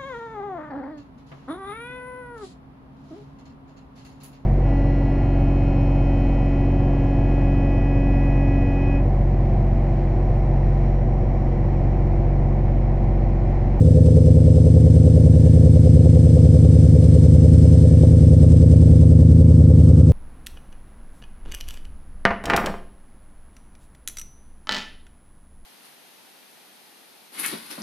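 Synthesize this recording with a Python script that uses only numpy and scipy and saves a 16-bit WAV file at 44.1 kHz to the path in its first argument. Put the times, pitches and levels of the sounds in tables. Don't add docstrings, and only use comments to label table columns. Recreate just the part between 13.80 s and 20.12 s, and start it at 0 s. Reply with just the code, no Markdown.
import sys
import numpy as np
from scipy import signal
from scipy.fft import rfft, irfft, next_fast_len
from scipy.io import wavfile
from scipy.ndimage import uniform_filter1d, minimum_filter1d, map_coordinates

SR = 44100
rng = np.random.default_rng(int(sys.argv[2]) if len(sys.argv) > 2 else 0)


def int16_out(signal):
    q = np.round(np.clip(np.atleast_2d(signal).T, -1, 1) * 32767)
    wavfile.write(sys.argv[1], SR, q.astype(np.int16))


N = 278712
T = np.arange(N) / SR


def amp(db):
    return 10 ** (np.asarray(db) / 20)


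def unit(x):
    return x / np.sqrt(np.mean(x ** 2) + 1e-20)


def curve(points):
    return np.interp(T, *np.transpose(points))


def wobble(rate):
    return map_coordinates(rng.standard_normal(int(N * rate / SR) + 4), [T * rate])


def filtered(x, response):
    size = next_fast_len(N + SR)
    return irfft(rfft(x, size) * response(np.fft.rfftfreq(size, 1 / SR)), size)[..., :N]


def muffled(x, edge_hz, order):
    return filtered(x, lambda f: 1 / np.sqrt(1 + (f / edge_hz) ** (2 * order)))


def coloured(x, spectrum):
    hz, db = np.transpose(spectrum)
    return filtered(x, lambda f: amp(np.interp(np.log(f + 1), np.log(hz), db)))


def noise(spectrum):
    return unit(coloured(rng.standard_normal(N), spectrum))


def pulses(times, sizes):
    return np.bincount(np.clip(np.round(times * SR).astype(int), 0, N), sizes, N + 1)[:N]


def gusts(train, rise_s, fall_s):
    t = T[:SR // 8]
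    return signal.fftconvolve(train, (1 - np.exp(-t / rise_s)) * np.exp(-t / fall_s))[:N]


def pipe(x, modes, radiate_hz):
    def response(f):
        ring = sum((-1) ** k * amp(db) * 1j * f * width / (hz * hz - f * f + 1j * f * width)
                   for k, (hz, width, db) in enumerate(modes))
        return ring * (1j * f / (1j * f + radiate_hz)) ** 2
    return filtered(x, response)


# freq_hz, relative_db
RUMBLE_SPECTRUM = [(3, 1), (12, -8.5), (30, -7.5), (55, -0.5), (120, -23), (400, -63.5), (1000, -100)]
RUSH_SPECTRUM = [(300, -12.5), (800, 1.5), (1300, 1), (2000, -18), (4000, -23.5), (10000, -43)]
def open_air():
    end_db, swell_db_per_s = -52.5, 5
    rumble = amp(-33.5) * noise(RUMBLE_SPECTRUM)
    return rumble + amp(end_db + swell_db_per_s * (T - T[-1])) * noise(RUSH_SPECTRUM)


def house_fronts():
    return amp(-50.5) * noise(GAS_SPECTRUM) * np.array([[1], [-1]])


# multiple_of_firing_rate, level_db
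PULLEY_TONES = [(11.62, -66), (21.77, -70.5), (52.95, -77), (98.1, -76)]
def pulley_whine(turn, waver_db, drift_rad):
    return sum(np.sqrt(2) * amp(db + waver_db * wobble(6))
               * np.sin(2 * np.pi * multiple * turn + drift_rad * wobble(15))
               for multiple, db in PULLEY_TONES)


# position_firings, relative_db
VALVE_TICKS = [(0.049, -4), (.4, 1.5), (3.05, -2), (3.501, -5), (4.448, 6), (5.3, 0.5), (5.9, -6.5)]
def valve_ticks(turn, flutter_db):
    position, db = np.transpose(VALVE_TICKS)
    due = np.arange(0, turn[-1], len(CYLINDER_BANK))[:, None] + position
    sizes = amp(db + flutter_db * rng.uniform(-1, 1, due.shape)) * (due < turn[-1])
    train = pulses(np.interp(due, turn, T).ravel(), sizes.ravel())
    return unit(gusts(train, rise_s=0.0029, fall_s=0.006))


def sheet_metal(x, ring_s, ring_db):
    t = T[:SR // 8]
    tail = rng.standard_normal(len(t)) * amp(-60 * t / ring_s)
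    return x + amp(ring_db) * signal.fftconvolve(x, [tail / np.linalg.norm(tail)], axes=1)[:, :N]


# freq_hz, relative_db
BAY_LEFT = [(200, -10.5), (1100, -6.5), (2000, -9), (4500, -8), (6000, -4.5), (7200, -4.5), (7900, -1.5),
            (9000, -2.5), (10000, -16.5), (10600, -32.5), (11600, -21), (13000, -26.5), (14000, -31)]
BAY_RIGHT = [(200, -6.5), (1100, -7.5), (2000, -11), (4000, -8), (5200, -7), (6000, -16), (7000, -24),
             (8600, -18), (10400, -30.5), (11900, -23), (13000, -29), (14000, -37)]
# time_s, relative_db
BAY_SWELL = [(0.0, -52), (2.69, -48.5), (4.37, -48), (5.72, -51.5), (6.2, -51)]
def engine_bay(turn, shared, tick_share):
    gain = amp(curve(BAY_SWELL) + 4 + 0.15 * wobble(8))
    ticks = valve_ticks(turn, flutter_db=4)
    hiss = rng.standard_normal((2, N)) + shared * rng.standard_normal(N)
    hiss *= np.sqrt(1 + tick_share * ticks ** 2)
    left, right = sheet_metal(hiss, ring_s=0.055, ring_db=-7.5)
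    return gain * unit(np.array([coloured(left, BAY_LEFT), coloured(right, BAY_RIGHT)]))


# freq_hz, relative_db
GAS_SPECTRUM = [(60, -18), (200, -18.5), (450, 1), (600, -4), (750, -11.5), (1000, -27), (1500, -40.5),
                (3000, -50.5), (8000, -87)]
def gas(times, sizes, travel_s, stream):
    puffs = unit(gusts(pulses(times + travel_s, sizes), rise_s=0.006, fall_s=0.0099))
    return unit((puffs + stream) * noise(GAS_SPECTRUM))


# start_s, level_db
LATE_BURNS = [(1.267, -14.5), (2.256, -12.5), (2.846, -15.5), (3.545, -17), (4.232, -8), (5.022, -18)]
# pitch_hz, width_hz, relative_db
POP_MODES = [(300, 85, 0.5), (440, 104, -0.5), (610, 80, 1)]
def pops(crack_db, puff_db):
    times, db = np.transpose(LATE_BURNS)
    train = pulses(times, amp(db - db.max()))
    crack = muffled(pipe(train, POP_MODES, radiate_hz=150), edge_hz=500, order=6)
    puff = gusts(train, rise_s=0.0014, fall_s=0.0079) * noise(GAS_SPECTRUM)
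    return amp(db.max()) * (amp(crack_db) * crack / np.abs(crack).max() + amp(puff_db) * puff)


# pitch_hz, width_hz, relative_db
TIP_MODES = [(429.7, 38.4, -24), (509.8, 24.6, -18.5), (611.2, 17, -27.5), (717, 13, -39.5)]
def bark(times, sizes, travel_s):
    ring = pipe(pulses(times + travel_s, sizes), TIP_MODES, radiate_hz=251)
    return unit(muffled(ring, edge_hz=586, order=4))


# pitch_hz, width_hz, relative_db
PIPE_A_MODES = [(84.04, 22.3, -10.5), (94.66, 14.75, 0.78), (172.3, 9.97, -9), (238.04, 14.05, -6.5),
                (239.77, 23, -5.5), (323.7, 68, -26.5)]
PIPE_B_MODES = [(80.34, 71.2, -3), (90.9, 130.8, -3.5), (155, 25.4, -11.5), (247.5, 23.4, -18),
                (254.8, 153.8, -10), (292.1, 95.2, -14.5)]
def boom(times, bank, thump, soft_hz):
    both = sum(pipe(pulses(times, thump * (bank == side)), modes, radiate_hz=51.2)
               for side, modes in enumerate([PIPE_A_MODES, PIPE_B_MODES]))
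    rounded = filtered(both, lambda f: 1 / (1 + 1j * f / soft_hz) ** 2)
    return unit(muffled(rounded, edge_hz=695, order=4))


# time_s, firings_per_s
IDLE_SPEED = [(0, 80.56), (3.35, 80.52), (3.7, 81.98), (4.25, 80.63), (4.65, 81.74), (5.15, 81.12),
              (5.55, 82.47), (6.32, 80.8)]
def crankshaft(first_firing):
    return np.cumsum(curve(IDLE_SPEED)) / SR - first_firing


CYLINDER_BANK = [0, 1, 0, 1, 1, 0, 1, 0]
# late_firings, thump_db, bark_db
FIRING_ORDER = [(-.016, 6, -1), (-0.041, -31.5, 3.5), (0.093, 1.5, -13), (0.00026, 12, 2),
                (-0.0012, 13, 1.5), (-.065, 6, 6), (0.022, -17, 7.5), (0.0067, -1, -12.5)]
def firings(turn, jitter_s, thump_spread_db, bark_spread_db):
    number = np.arange(int(turn[-1]) + 1)
    cylinder = number % len(CYLINDER_BANK)
    late, thump_db, bark_db = np.array(FIRING_ORDER)[cylinder].T
    slip, burn, edge = rng.standard_normal((len(number), 3)).T
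    times = np.interp(number + late, turn, T) + jitter_s * slip
    thump = amp(thump_db + thump_spread_db * burn)
    front = amp(bark_db + bark_spread_db * edge)
    return times, np.array(CYLINDER_BANK)[cylinder], thump, front


def exhaust(turn):
    times, bank, thump, front = firings(turn, jitter_s=0.00005, thump_spread_db=1.1, bark_spread_db=2)
    low = amp(-10 + 0.57 * T) * boom(times, bank, thump, soft_hz=377)
    puffs = amp(-10) * gas(times, front ** 0.88, travel_s=0.0022, stream=0.3)
    high = amp(-25 - 0.54 * T) * (bark(times, front, travel_s=0.00239) + puffs)
    return low + high + pops(crack_db=-1, puff_db=-11)


def microphone_ports(x, lean_db, mismatch_db):
    side = filtered(x, lambda f: 1j * amp(mismatch_db) + amp(lean_db) * np.minimum(f / 500, 1))
    return np.array([x + side, x - side])


def scene():
    turn = crankshaft(first_firing=0.42)
    pipes = microphone_ports(exhaust(turn), lean_db=-23, mismatch_db=-27.5)
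    background = house_fronts() + engine_bay(turn, shared=0.68, tick_share=0.34) + open_air()
    return pipes + background + pulley_whine(turn, waver_db=3, drift_rad=0.86)


def record(dry):
    ceiling_db, low_cut_hz, top_hz = -1.5, 41, 13900
    needed = np.minimum(1, amp(ceiling_db) / (np.abs(dry).max(0) + 1e-9))
    held = minimum_filter1d(needed, size=1400)
    gain = uniform_filter1d(uniform_filter1d(held, size=700), size=700)
    return filtered(dry * gain, lambda f: (f < top_hz) / np.sqrt(1 + (low_cut_hz / (f + 1)) ** 6))


dry = scene()
out = record(dry)
int16_out(out)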